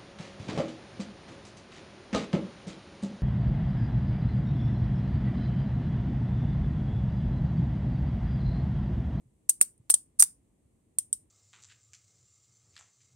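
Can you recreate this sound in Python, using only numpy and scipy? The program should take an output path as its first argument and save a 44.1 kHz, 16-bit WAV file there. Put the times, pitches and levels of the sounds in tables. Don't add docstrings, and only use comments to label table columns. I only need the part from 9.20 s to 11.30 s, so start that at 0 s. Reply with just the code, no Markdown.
import sys
import numpy as np
from scipy import signal
from scipy.fft import rfft, irfft
from scipy.io import wavfile

SR = 44100
rng = np.random.default_rng(int(sys.argv[2]) if len(sys.argv) > 2 else 0)


def wav_record(signal):
    frames = np.transpose(np.atleast_2d(signal))
    bounded = np.clip(frames, -1, 1)
    quanta = np.round(bounded * 32767).astype(np.int16)
    wavfile.write(sys.argv[1], SR, quanta)


N = 92610

CRACK_HIGHPASS_HZ = 4066
PORT_HZ, PORT_WIDTH_HZ, PORT_DB = 9230, 2200, 2


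def amp(db):
    return 10 ** (np.asarray(db) / 20)


def at_hz(points, hz):
    table = np.array(points)
    return np.interp(np.log(hz), np.log(table[:, 0]), table[:, 1])


def band(x, low_hz, high_hz=0.45 * SR, order=2):
    sos = signal.butter(order, [low_hz, high_hz], "band", fs=SR, output="sos")
    return signal.sosfilt(sos, x)


def ring(x, hz, t60_s):
    r, w = amp(-60 / (t60_s * SR)), 2 * np.pi * hz / SR
    return signal.lfilter([0, np.sin(w)], [1, -2 * r * np.cos(w), r * r], x + 1e-18)


def trail(x, t60_s):
    return signal.lfilter([1], [1, -amp(-60 / (t60_s * SR))], x + 1e-18)


def clicks(t_s, sizes):
    # t/s, lag/ms
    left_lag = [(.42, .4), (.7, .3), (1.0, .7), (1.78, 0.25)]
    lag_ms = np.interp(t_s, *np.transpose(left_lag))
    out = np.zeros((2, N + SR))
    np.add.at(out[0], ((t_s + lag_ms / 1000) * SR).astype(int), sizes[0])
    np.add.at(out[1], (t_s * SR).astype(int), sizes[1])
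    return out[:, :N]


def coins():
    # t/s, ring/dB, crack/dB, left minus right/dB, outer modes/dB
    contacts = [(0.2901,-27.5,-36.5,-6,-2.5),(0.2930,-6.5,-20,8,7),(0.2950,-5.5,-39.5,-1.5,8),
                (.3000,-14.5,-26.5,-8.5,-1),(0.3093,-27.5,-38,-1,1.5),(0.4068,-31.5,-49,1.5,4.5),(0.4116,-3,-21,2.5,-6),(0.4129,-5.5,-15.5,-3,6.5),
                (0.4240,-15,-20,1,-6),(0.428,-20.5,-37.5,-6,-2),(0.449,-43.5,-47.5,8.5,3),(0.578,-57,-66,0,-2.5),
                (0.6960,-41,-30.5,-0.5,-2.5),(0.6995,-10.5,-15,-1.5,-2),(0.7020,-6.5,-20,4.5,-8.5),(0.7053,-2.5,-21,-2,-4.5),
                (0.7144,-18,-24.5,-5.5,-0.5),(0.7208,-17,-41.5,-0.5,-6),(0.7398,-3,-17.5,7,-1.5),(.7438,-14,-32.5,-9,5.5),(0.989,-33.5,-55.5,-1.5,-3.5),
                (0.9929,-21,-34,1.5,-3.5),(0.9970,-6,-14.5,-5.5,5.5),(1.0008,-9,-21.5,0.5,2),(1.0034,-2.5,-16.5,4,-3),(1.0084,-11.5,-32.5,3.5,4.5),(1.0105,-13,-35,-13,4.5),
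                (1.0138,-13,-29.5,-2.5,9),(1.023,-1,-10,4,-1),(1.0261,-6,-36.5,-3,6.5),(1.0352,-11,-36,2,0),
                (1.0399,-21.5,-28.5,-14,3),(1.7856,-7.5,-26,3,1),(1.7934,-39,-42,-3,-3.5),(1.9282,-9.5,-30,-2,-5.5)]
    # f/Hz, level/dB, t60/s
    coin_modes = [(6320,-20,0.012),(6716,-16.5,0.0054),(7921,-18,0.003),(8100,-9.5,0.0078),(8629,-9.5,0.0088),(8924,-3.5,0.012),
                  (9116,-12,.012),(9520,-17,0.0054),(9843,-19,0.0085),(11535,-19,0.0099),(13700,-32,0.011)]
    main_low_hz, main_high_hz = 7500, 10500
    mode_spread_db, side_spread_db = 2, 1.5
    detune = 0.0041
    rattle_per_s, rattle_db, rattle_t60_s = 2100, -15, 0.03
    rattle_grit_db = 14.5
    contact_s = 0.0013
    stack_hz, stack_t60_s, stack_db = 8780, 0.003, 1.5

    t_s, ring_db, crack_db, pan_db, outer_db = np.transpose(contacts)
    sides = amp(np.outer([0.5, -0.5], pan_db))
    luck = rng.standard_normal((len(t_s), len(coin_modes), 2))
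    touches = rng.random((2, N)) < rattle_per_s / SR
    rattle = amp(rattle_db) * touches * rng.standard_normal((2, N))
    t = np.arange(0, contact_s, 1 / SR)
    swell = np.sin(np.pi * t / contact_s) ** 2

    train = clicks(t_s, sides * amp(crack_db))
    burst = signal.lfilter(swell, 1, train) * rng.standard_normal((2, N))
    grit = burst + amp(rattle_grit_db) * rattle * trail(train, rattle_t60_s)
    crack = band(grit, CRACK_HIGHPASS_HZ, order=5)

    strikes = clicks(t_s, [amp(ring_db + stack_db)] * 2)[1]
    knock = ring(strikes, stack_hz, stack_t60_s)

    ringing = np.zeros((2, N))
    coin_of_contact = np.arange(len(t_s)) % 3 - 1
    for k, (hz, db, t60_s) in enumerate(coin_modes):
        outer = not main_low_hz < hz < main_high_hz
        chance_db = mode_spread_db * luck[:, k, 0] + side_spread_db * np.outer([1, -1], luck[:, k, 1])
        share = amp(db + outer * outer_db + chance_db)
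        for coin in (-1, 0, 1):
            own_hz = hz * (1 + detune * coin)
            struck = coin_of_contact == coin
            train = clicks(t_s, struck * sides * share * amp(ring_db - PORT_DB))
            train = train + rattle * trail(train, rattle_t60_s)
            push = 2 * swell / swell.sum() * np.cos(2 * np.pi * own_hz * t)
            ringing += ring(signal.lfilter(push, 1, train), own_hz, t60_s)
    return crack, ringing, knock


def slaps():
    # t/s, peak level/dB, lowest f/Hz, highest f/Hz, left minus right/dB
    slap_table = [(.2930,-26,950,2930,-15),(0.4127,-15.5,900,2953,-13),(0.413,-27,150,918,14.5),
                  (0.6994,-19,280,1683,17),(0.7000,-18,2000,4400,5.5),(0.7401,-25,350,1639,14),(0.7421,-17.5,3050,4917,-16.5),
                  (1.0034,-24,700,2600,6),(1.026,-16,800,2720,18),(1.7850,-36.5,900,2594,18.5),(1.7853,-34.5,3000,4420,-4),(1.9286,-34,3000,4155,-9.5)]
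    out = np.zeros((2, N))
    for t_s, db, low_hz, high_hz, pan_db in slap_table:
        click = clicks(np.array([t_s]), amp([[pan_db / 2], [-pan_db / 2]]))
        pulse = band(click + 1e-18, low_hz, high_hz, order=4)
        out += amp(db) * pulse / np.abs(pulse).max()
    return out


def port(x):
    r = np.exp(-np.pi * PORT_WIDTH_HZ / SR)
    feed = np.array([1, 0, -1]) * (1 - r * r) / 2
    back = [1, -2 * r * np.cos(2 * np.pi * PORT_HZ / SR), r * r]
    return x + amp(PORT_DB) * signal.lfilter(feed, back, x)


def room(x):
    # f/Hz, level/dB, t60/s
    decay = np.array([(800,0.5,0.25),(2000,-1.5,0.21),(4300,1.5,0.15),(6000,2,0.23),(6850,1.5,0.19),(8500,-2.5,0.22),(13120,1,0.2)])
    onset_s, tail_end_s = 0.0016, 0.21
    desk_db, desk_t60_s = 14.5, 0.035
    t = np.arange(SR // 2) / SR
    edges_hz = np.geomspace(200, 18000, 18)
    white = rng.standard_normal((2, 2, len(t)))
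    early = amp(desk_db - 60 * t / desk_t60_s)
    tail = np.zeros((2, len(t)))
    for k, (low_hz, high_hz) in enumerate(zip(edges_hz, edges_hz[1:])):
        hz = np.sqrt(low_hz * high_hz)
        late = amp(-60 * t / at_hz(decay[:, ::2], hz))
        tail += amp(at_hz(decay[:, :2], hz)) * band(white[k % 2], low_hz, high_hz) * (late + early)
    tail *= (1 - np.exp(-(t / onset_s) ** 2)) * np.exp(-(t / tail_end_s) ** 4)
    tail /= np.sqrt(SR / 100)
    return signal.fftconvolve(x.mean(0)[None], tail, axes=1)[:, :N]


def bumps():
    # t/s, level before the band-pass/dB, f/Hz, t60/s
    bump_table = [(0.055, -50, 121, .1), (0.597, -46, 118.3, 0.072)]
    thuds = np.zeros(N)
    for t_s, db, hz, t60_s in bump_table:
        thuds += ring(amp(db) * (np.arange(N) == int(t_s * SR)), hz, t60_s)
    return band(thuds, 79, 280)


def coloured(spectrum):
    # f/Hz, correlation (0 to 1)
    likeness = [(60, 1), (200, 0.81), (640, 0.085)]
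    hz = np.maximum(np.fft.rfftfreq(N, 1 / SR), 1)
    mid, side = rfft(rng.standard_normal((2, N)))
    alike = at_hz(likeness, hz)
    pair = np.sqrt(1 + alike) * mid + np.sqrt(1 - alike) * side * [[1], [-1]]
    noise = irfft(amp(at_hz(spectrum, hz)) * pair, N)
    return noise / np.sqrt(np.mean(noise ** 2) + 1e-20)


def hum():
    # f/Hz, density/dB per Hz
    hum_spectrum = [(24, -30.5), (40, -3), (221, -9), (333, -12), (401, -16.5), (1200, -35), (1560, -61),
                    (2640, -120)]
    unfiltered_db = -68
    return amp(unfiltered_db) * band(coloured(hum_spectrum), 45, order=3)


def hiss():
    # f/Hz, density/dB per Hz
    hiss_spectrum = [(590, -34), (1000, -11), (1500, -16.5), (2050, -12.5), (5360, -22), (8420, -6.5),
                     (11400, -18), (15900, -31.5)]
    rms_db = -81
    return amp(rms_db) * coloured(hiss_spectrum)


def scene():
    room_db, ring_to_room_db = -19.5, -7
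    crack, ringing, knock = coins()
    crack = crack + slaps()
    to_room = crack + band(knock, CRACK_HIGHPASS_HZ) + amp(ring_to_room_db) * ringing
    echoes = amp(room_db) * room(to_room)
    return port(crack + ringing + echoes) + bumps() + hum() + hiss()


def record(dry):
    stop_hz, stop_db = 16900, 60
    low_pass = signal.cheby2(12, stop_db, stop_hz, fs=SR, output="sos")
    return signal.sosfilt(low_pass, np.clip(dry, -0.97, 0.97))


dry = scene()
out = record(dry)
wav_record(out)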